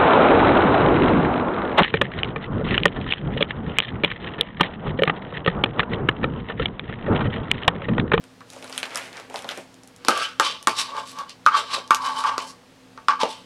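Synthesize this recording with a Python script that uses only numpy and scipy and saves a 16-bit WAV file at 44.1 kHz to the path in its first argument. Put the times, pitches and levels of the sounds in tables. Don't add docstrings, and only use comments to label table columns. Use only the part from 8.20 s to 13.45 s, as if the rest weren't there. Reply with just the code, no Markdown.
import sys
import numpy as np
from scipy import signal
from scipy.io import wavfile

SR = 44100
rng = np.random.default_rng(int(sys.argv[2]) if len(sys.argv) > 2 else 0)


def to_wav(s):
    ch = np.atleast_2d(s).T
    pcm = np.round(np.clip(ch, -1, 1) * 32767)
    wavfile.write(sys.argv[1], SR, pcm.astype(np.int16))


N = 231722


def gain_of(db):
    return 10 ** (np.asarray(db) / 20)


def evened(x):
    return x / np.sqrt(np.mean(x ** 2) + 1e-20)


def peaked(x):
    return x / (abs(x).max() + 1e-20)


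def read(points, hz):
    f, value = np.transpose(points)
    return np.interp(np.log(hz + 1), np.log(f + 1), value)


def add(mix, start_s, sound):
    part = mix[round(start_s * SR):][:len(sound)]
    part += sound[:len(part)]


def resonate(x, hz, width):
    r = np.exp(-np.pi * abs(width) / SR)
    if np.ndim(hz) == 0:
        return 2 * signal.lfilter([1 - r], [1, -r * np.exp(2j * np.pi * hz / SR)], x).real
    turn = np.exp(2j * np.pi * np.cumsum(hz) / SR)
    smoothed = signal.lfilter([1 - r], [1, -r], x / turn)
    return 2 * (turn * smoothed).real


def resonate_twice(x, hz, first_width, second_width):
    return resonate(resonate(x, hz, first_width), hz, second_width)


def colour(x, points):
    log_gain = np.log(gain_of(read(points, abs(np.fft.fftfreq(4096, 1 / SR)))))
    spectrum = np.exp(np.conj(signal.hilbert(log_gain)))
    taps = np.fft.ifft(spectrum).real[:2048]
    return signal.oaconvolve(x, taps)[:len(x)]


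def tilted(x, treble_db):
    low_sos = signal.butter(3, 6000, "low", fs=SR, output="sos")
    high_sos = signal.butter(3, 6000, "high", fs=SR, output="sos")
    return signal.sosfilt(low_sos, x) + gain_of(treble_db) * signal.sosfilt(high_sos, x)


def grit(length, per_s, spread_db):
    size = gain_of(spread_db * np.minimum(rng.exponential(1, length), 5))
    sign = rng.choice([-1., 1.], length)
    return evened(size * sign * (rng.random(length) < per_s / SR))


def wander(length, per_s):
    s = np.arange(int(length / SR * per_s) + 2) / per_s
    return np.interp(np.arange(length) / SR, s, rng.standard_normal(len(s)))


def decay(t60, t):
    return gain_of(-60 * t / t60)


def ring(hz, t60, t):
    return np.sin(2 * np.pi * hz * t) * decay(t60, t)


# (frequency [Hz], density [dB per Hz])
ROOM_SPECTRUM = [(20, -23.5), (85, -18), (140, -11.5), (350, -14), (640, -16), (4400, -26), (9400, -35),
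                 (13000, -43), (16000, -48)]
# (frequency [Hz], rms level [dB], width [Hz], share of wavering [0-1])
MOTOR_LINES = [(111.3, -63, 10.6, 0.23), (181.3, -63.5, 22, 0.97), (260, -55, 14, 0.42), (486, -62, 24, 1)]
ROOM_NOISE_DB = -53.5


def room_tone():
    out = gain_of(ROOM_NOISE_DB) * evened(colour(rng.standard_normal(N), ROOM_SPECTRUM))
    t = np.arange(N) / SR
    for hz, db, width, share in MOTOR_LINES:
        waver = evened(resonate_twice(rng.standard_normal(N), hz, width, width))
        line = (1 - share) * np.sin(2 * np.pi * hz * t) + share * waver
        out = out + gain_of(db) * evened(line)
    return out


# (frequency [Hz], t60 [s])
KITCHEN_T60 = [(200, 0.31), (1000, 0.37), (4000, 0.12), (12000, 0.53)]
# (delay [s], level [dB])
EARLY_ECHOES = [(.0035, -26.5), (.009, -13.5), (0.0139, -19), (0.022, -17.5)]


def kitchen(x):
    taps = np.zeros(SR // 2)
    at = np.arange(300, len(taps) - 20, 20)
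    taps[at + rng.integers(0, 20, len(at))] = rng.choice([-1., 1.], len(at))
    hz, t, bands = signal.stft(taps, SR, nperseg=256)
    decaying = bands * decay(read(KITCHEN_T60, hz)[:, None], t)
    tail = signal.istft(decaying, SR, nperseg=256)[1]
    tail = gain_of(-20.5) * tail / np.linalg.norm(tail)
    for delay_s, db in EARLY_ECHOES:
        tail[round(delay_s * SR)] += gain_of(db)
    return signal.fftconvolve(x, tail)[:N]


# (frequency [Hz], gain [dB])
RADIATION = [(40, -47), (120, -12.5), (220, -3), (500, 1), (10500, -1.5), (13000, -5.5), (16000, -16)]


def radiated(x):
    return colour(x, RADIATION)


# (time [s], rustle level [dB], brightness, also fizz re rustle [dB])
BAG_HANDLING = [(0.25, -68, 0), (0.33, -51, -2), (0.45, -52, -4), (0.582, -41.5, -4), (0.65, -39.5, -13),
                (0.7, -45, -13), (0.77, -36.5, -11), (0.85, -42, -7), (0.926, -50.5, -9), (0.978, -42, -15),
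                (1.02, -45, -14), (1.09, -57.5, -10), (1.17, -42, -2.5), (1.248, -50, -10),
                (1.29, -40, -11.5), (1.416, -48, -6), (1.472, -60.5, -10), (1.55, -70, 5)]
# (frequency [Hz], gain [dB])
BRIGHT_EDGE = [(2500, -19), (5000, 9), (9500, 5), (12500, -3), (16500, -23.5)]
POP_HZ, POP_OCTAVES_PER_DB = 2600, 0.05
FLAP_DB, FLAP_FOLLOWS = -25.5, 0.54


def controls(rows):
    s, *columns = np.transpose(rows)
    t = np.arange(s[0], s[-1], 1 / SR)
    fade = np.clip(np.minimum(t - s[0], s[-1] - t) / 0.019, 0, 1)
    return s[0], fade, [np.interp(t, s, c) for c in columns]


def rustle():
    start, fade, (pop_db, bright_db) = controls(BAG_HANDLING)
    length = len(fade)
    pop_hz = POP_HZ * 2 ** (POP_OCTAVES_PER_DB * bright_db)
    pops = resonate_twice(grit(length, 4000, 1.6), pop_hz, 2250, 2700)
    pops = pops * gain_of(2.1 * wander(length, 45.4))
    fizz = colour(grit(length, 4000, 3.2), BRIGHT_EDGE)
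    flaps = resonate_twice(grit(length, 700, 2.9), 450, 850, 850)
    layers = gain_of(pop_db) * evened(pops)
    layers = layers + gain_of(pop_db + bright_db) * evened(fizz)
    layers = layers + gain_of(FLAP_DB + FLAP_FOLLOWS * pop_db) * evened(flaps)
    return start, fade * layers


CREASES = 26
CREASE_DB, CREASE_SPREAD_DB = 16.5, 4.5


def creases():
    s, db, _ = np.transpose(BAG_HANDLING)
    when, size, pitch, edge, flap = rng.random((CREASES, 5)).T
    at = s[0] + when * (s[-1] - s[0])
    level_db = np.interp(at, s, db) + CREASE_DB + CREASE_SPREAD_DB * (2 * size - 1)
    flap_db = np.full(CREASES, -12.0)
    return list(zip(at, level_db, 2300 + 2000 * pitch, 3 - 30 * edge, flap_db, 450 + 900 * flap))


# (time [s], level [dB], centre [Hz], bright edge re level [dB],
#             low flap re level [dB], flap frequency [Hz])
BAG_SNAPS = [(0.0391, -33, 2600, 0, -12, 1100), (0.2054, -37, 3520, -26, 0, 1270),
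             (0.3012, -28, 4020, -1, -30, 886), (0.3332, -33, 2370, 4.5, -10, 762),
             (0.3624, -35.5, 3880, -17, 2, 450), (0.425, -25, 2880, -25, -7.5, 500),
             (0.4424, -27, 2990, -0.5, -8.5, 1150), (0.4963, -29, 2540, 2, -7, 681),
             (0.5257, -19, 3770, -15, -14.5, 1370), (0.5776, -11, 3200, 0.5, -24, 1370),
             (0.6294, -10, 2750, -39, -18, 1510), (0.6536, -19, 2780, -37, -26, 1380),
             (0.7566, -11, 5530, -6, -12.5, 1370), (0.9283, -28.5, 3540, -25, -16, 673),
             (0.9763, -25.5, 2199, -20, -15, 1160), (1.0983, -31.5, 2570, -3, -0.5, 681),
             (1.1418, -27, 2708, -2, 5, 820), (1.1578, -15, 3220, -20, -33, 754),
             (1.2435, -24, 3100, -34, -3.5, 666), (1.2893, -12, 2860, -32, -11.5, 1320),
             (1.311, -20, 2372, -22, -13, 1360), (1.3739, -28, 2560, 2, 3, 400),
             (1.5419, -35.5, 4140, -1, -15, 450), (1.6337, -38, 5300, 2, -9, 516),
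             (1.6743, -38, 5540, 3.5, -15, 517), (1.7619, -37.5, 4110, 3, -21, 522)]
# (time [s], level [dB], centre [Hz], bright edge re level [dB])
SPOON_TICKS = [(1.9753, -16, 3450, -0.5), (2.4267, -28, 3460, 4), (2.7664, -20.5, 3500, -8),
               (2.808, -28, 3140, -20), (2.8742, -28, 3140, -3), (2.9162, -28.5, 2950, -3),
               (2.9869, -22, 3990, -8), (3.0943, -24, 4560, -25), (3.2557, -28, 3640, -25),
               (3.676, -29, 4430, -22), (3.7461, -6.5, 4860, -17), (5.129, -26, 4040, -31)]


def snap(db, hz, edge_db, flap_db=-80, flap_hz=500):
    t = np.arange(round(.12 * SR)) / SR
    burst = rng.standard_normal(len(t)) * (decay(.003, t) + gain_of(-22) * decay(.1, t))
    click = peaked(resonate_twice(burst, hz, .8 * hz, .8 * hz))
    click = click + gain_of(edge_db) * peaked(colour(burst, BRIGHT_EDGE))
    shake = rng.standard_normal(len(t)) * decay(0.13, t)
    flap = peaked(resonate_twice(shake, flap_hz, 700, 700))
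    return gain_of(db) * (click + gain_of(flap_db) * flap)


# (frequency [Hz], level [dB], t60 after a knock [s])
CUP_MODES = [(660, -34, 0.071), (885.4, 2.5, 0.11), (1064, -8, 0.027), (1134, -9, 0.091),
             (1170.4, -4, 0.24), (1322, -11.5, 0.22), (1330, -23.5, 0.22), (1490, -7, 0.17), (1609, 7, .07),
             (1840, 3, 0.14), (2150, -24, .07), (2235, 13, 0.018), (2950, -10.5, .07), (3070, -71.5, 0.086)]
# (frequency [Hz], density [dB per Hz])
RASP_SPECTRUM = [(1200, -11), (2000, -2.5), (3700, 2), (5100, 1), (6600, -6.5), (10500, -8), (13000, -27.5),
                 (16000, -70.5)]
# (frequency [Hz], width [Hz], level [dB])
SPOON_RINGS = [(2420, 36, -4.5), (2750, 87, 5), (3054, 50, 12), (3670, 68, -18), (4350, 69, 4),
               (4800, 130, 0.5), (5350, 110, 2), (5900, 150, -7), (7230, 220, 1)]
# (peak time [s], rise per 20 dB [s], fall per 20 dB [s], ring of the cup [dB],
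#   air pitch [Hz], rasp [dB], rasp pitch [Hz], rasp treble [dB], dull rub [dB])
WALL_STROKES = [(1.975, .06, .07, -28, 1220, -36, 3060, 2, -30),
                (2.025, 0.14, .11, -28, 1270, -28.5, 2730, -1, -52),
                (2.25, .03, .13, -27, 1104, -25, 3300, -3, -40),
                (2.7, .06, .07, -38, 1000, -44, 3500, -6, -46),
                (2.597, .05, .085, -27.5, 1100, -24, 3800, 5, -60),
                (2.784, .11, 0.08, -28, 1087, -42, 3450, 2, -40),
                (2.9, .14, .14, -50, 1140, -47, 3650, 9.5, -60),
                (3.0, .06, .085, -30, 1090, -46, 3600, 3, -46.5),
                (3.1, .03, .07, -55, 1150, -45, 4330, -5, -68),
                (3.352, .05, .075, -16, 1180, -33, 3700, -8, -60),
                (3.375, .035, .09, -30, 1080, -27.5, 3500, 0, -35),
                (3.545, .085, .09, -26, 1100, -27.5, 3720, -1, -50),
                (3.585, .04, .06, -40, 1100, -45, 3220, -2, -38),
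                (3.865, .12, .12, -23, 1060, -37, 3830, 3, -45),
                (3.991, 0.12, .12, -27, 1040, -35.5, 3850, 5, -44.5),
                (4.07, .1, .165, -20, 1070, -36, 2950, -3, -44),
                (4.22, .04, 0.09, -44, 1000, -52, 3800, 11, -46),
                (4.3, 0.2, .07, -54, 1110, -50, 4300, 12.5, -59.5),
                (4.94, .03, 0.08, -31, 1150, -56, 2700, -12, -66.5),
                (5.003, .012, .07, -22, 1030, -34, 3550, 0, -55),
                (5.015, .015, .03, -24, 1050, -26.5, 3580, -5, -55),
                (5.1, .06, .17, -43, 1000, -41, 3300, 4, -52)]
PEAK_SHAPE, RASP_SHAPE = 1.05, .8
RASP_STEEPER = 1.3
DULLS = .35
ROUND = .08
BEFORE, AFTER = 16000, 24000


def stroke(peak_s, rise_s, fall_s, ring_db, air_hz, rasp_db, rasp_hz, bright_db, rub_db):
    length, t = BEFORE + AFTER, np.arange(-BEFORE, AFTER) / SR
    on = (t > -2 * rise_s) & (t < 2 * fall_s)
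    t = t[on]
    away = abs(t) / np.where(t < 0, rise_s, fall_s)
    press_db = -20 * away ** PEAK_SHAPE
    fade = np.minimum(2 * (2 - away), 1)

    slips = resonate_twice(grit(length, 1300, 2.2)[on], air_hz, 260, 260)
    walls = sum(gain_of(d) * resonate(slips, f, 4 / t60) * np.sqrt(t60) for f, d, t60 in CUP_MODES)
    body = evened(walls) + gain_of(-16.0) * evened(slips)

    fine = grit(length, 6000, 2.5)
    fine = (fine * gain_of(2.0 * wander(length, 118.8)))[on]
    rings = 0
    for f, width, d in SPOON_RINGS:
        wake = gain_of(d + 6.5 * wander(length, 23)[on])
        moving_hz = f * (1 + 0.02 * wander(length, 9)[on])
        rings = rings + wake * evened(resonate(fine, moving_hz, width))
    contact = resonate_twice(fine, rasp_hz, 1000, 1090)
    tones = gain_of(-3.5) * evened(rings) + gain_of(-6) * evened(contact)
    rasp = tilted(evened(colour(fine, RASP_SPECTRUM)) + tones, bright_db + DULLS * press_db)
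    rounded = np.hypot(away, ROUND) ** RASP_SHAPE - ROUND ** RASP_SHAPE
    rasp = gain_of(rasp_db - 20 * RASP_STEEPER * rounded) * rasp

    rub = resonate(resonate(grit(length, 500, 3.1)[on], 533, 380), 537, 380)
    layers = gain_of(ring_db) * evened(body) + gain_of(rub_db) * evened(rub)
    return peak_s + t[0], fade * (gain_of(press_db) * layers + rasp)


SKID_S, SKID_FALL_S = 0.021, .07
SKID_RASP_DB, SKID_RUB_DB = -13, -6
SKID_HZ, SKID_TREBLE_DB = 2700, -12


def skid(s, db, air_hz, walls_db, tick_db, bright_db, thud_db, thud_hz, skid_db):
    ring_db = db + skid_db
    rasp_db = ring_db + tick_db + SKID_RASP_DB
    rub_db = ring_db + thud_db + SKID_RUB_DB
    return stroke(s + SKID_S, SKID_S / 2, SKID_FALL_S, ring_db, air_hz, rasp_db,
                  SKID_HZ, SKID_TREBLE_DB, rub_db)


# (frequency [Hz], gain [dB])
TICK_SPECTRUM = [(600, -12.5), (2000, -15.5), (4500, -13), (9000, -18), (12000, -23), (16500, -52)]
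# (time [s], level [dB], air pitch [Hz], ring of the walls re level [dB],
#   tick re level [dB], tick treble [dB], thud re level [dB], thud pitch [Hz], skid re level [dB])
SPOON_KNOCKS = [(1.849, -32.5, 1060, -2, 19.5, -2, -2.5, 428, -15),
                (1.884, -4, 1263, -5.5, 4.5, -2.5, -8, 480, -16),
                (2.198, -5, 1210, 3.5, 3.5, -4, -20, 603, -17),
                (2.472, -5, 1078, 4.5, 2.5, -1, -14.5, 250, -17),
                (3.263, 3, 1222, -9, -12, -11, -44, 600, -23),
                (3.707, 1, 1140, -3, -8.5, -6, -32, 596, -19),
                (4.039, -13.5, 1100, 1, -9, -1, -34, 500, -15),
                (4.18, -16, 1092, -16, 5.5, -10, -30, 500, -18),
                (4.776, -29, 1177, 2, -4.5, -16, -18, 509, -19),
                (4.884, -2, 1130, -7.5, -5, -26, -39, 600, -15),
                (5.033, -13.5, 873, -1.5, 3, -12, -2, 564, -15)]
BOUNCE_DB = -6


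def knock(db, air_hz, walls_db, tick_db, bright_db, thud_db, thud_hz):
    t = np.arange(round(.25 * SR)) / SR
    spot_db = 2.0 * rng.standard_normal(len(CUP_MODES))
    walls = 0
    for (f, d, t60), spot in zip(CUP_MODES, spot_db):
        near_db = -16 * abs(np.log2(f / air_hz))
        walls = walls + gain_of(d + near_db + spot) * ring(f, t60, t)
    puff_shape = np.sin(np.pi * np.clip(t / 0.0037, 0, 1) ** 0.9) ** 2
    puff = np.sin(2 * np.pi * 1.071 * air_hz * t) * puff_shape
    body = puff + gain_of(walls_db) * peaked(walls) * (1 - np.exp(-t / 0.0028))

    since = np.maximum(t - .0075, 0)
    bounce = ring(air_hz, 0.035, since) * (1 - np.exp(-since / 0.0022))
    body = peaked(body) + gain_of(BOUNCE_DB) * peaked(bounce)

    clatter = rng.standard_normal(len(t)) * decay(0.15, t)
    body = body + gain_of(-20.0) * peaked(resonate_twice(clatter, 2380, 902, 900))

    crack = rng.standard_normal(len(t)) * (decay(0.0073, t) + gain_of(-19.5) * decay(0.19, t))
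    tick = gain_of(tick_db) * peaked(tilted(colour(crack, TICK_SPECTRUM), bright_db))

    shake = rng.standard_normal(len(t)) * decay(0.15, t)
    thud = 1.42 * ring(thud_hz, 0.023, t) + gain_of(-4) * ring(0.51 * thud_hz, 0.018, t)
    thud = thud + peaked(resonate_twice(shake, thud_hz, 600, 600))
    return gain_of(db) * (body + tick + gain_of(thud_db) * thud)


def scene():
    near = np.zeros(N)
    add(near, *rustle())
    for s, *row in SPOON_TICKS + BAG_SNAPS + creases():
        add(near, s + .001, snap(*row))
    for row in WALL_STROKES:
        add(near, *stroke(*row))
    for s, *row in SPOON_KNOCKS:
        add(near, s, knock(*row[:-1]))
        add(near, *skid(s, *row))
    near = radiated(near)
    return (near + kitchen(near) + room_tone())[None]


def record(dry):
    lowpass = signal.firwin(511, 16300, window=("kaiser", 9), fs=SR)[None]
    return signal.oaconvolve(np.clip(dry, -1, 1), lowpass, "same")


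dry = scene()
out = record(dry)
to_wav(out)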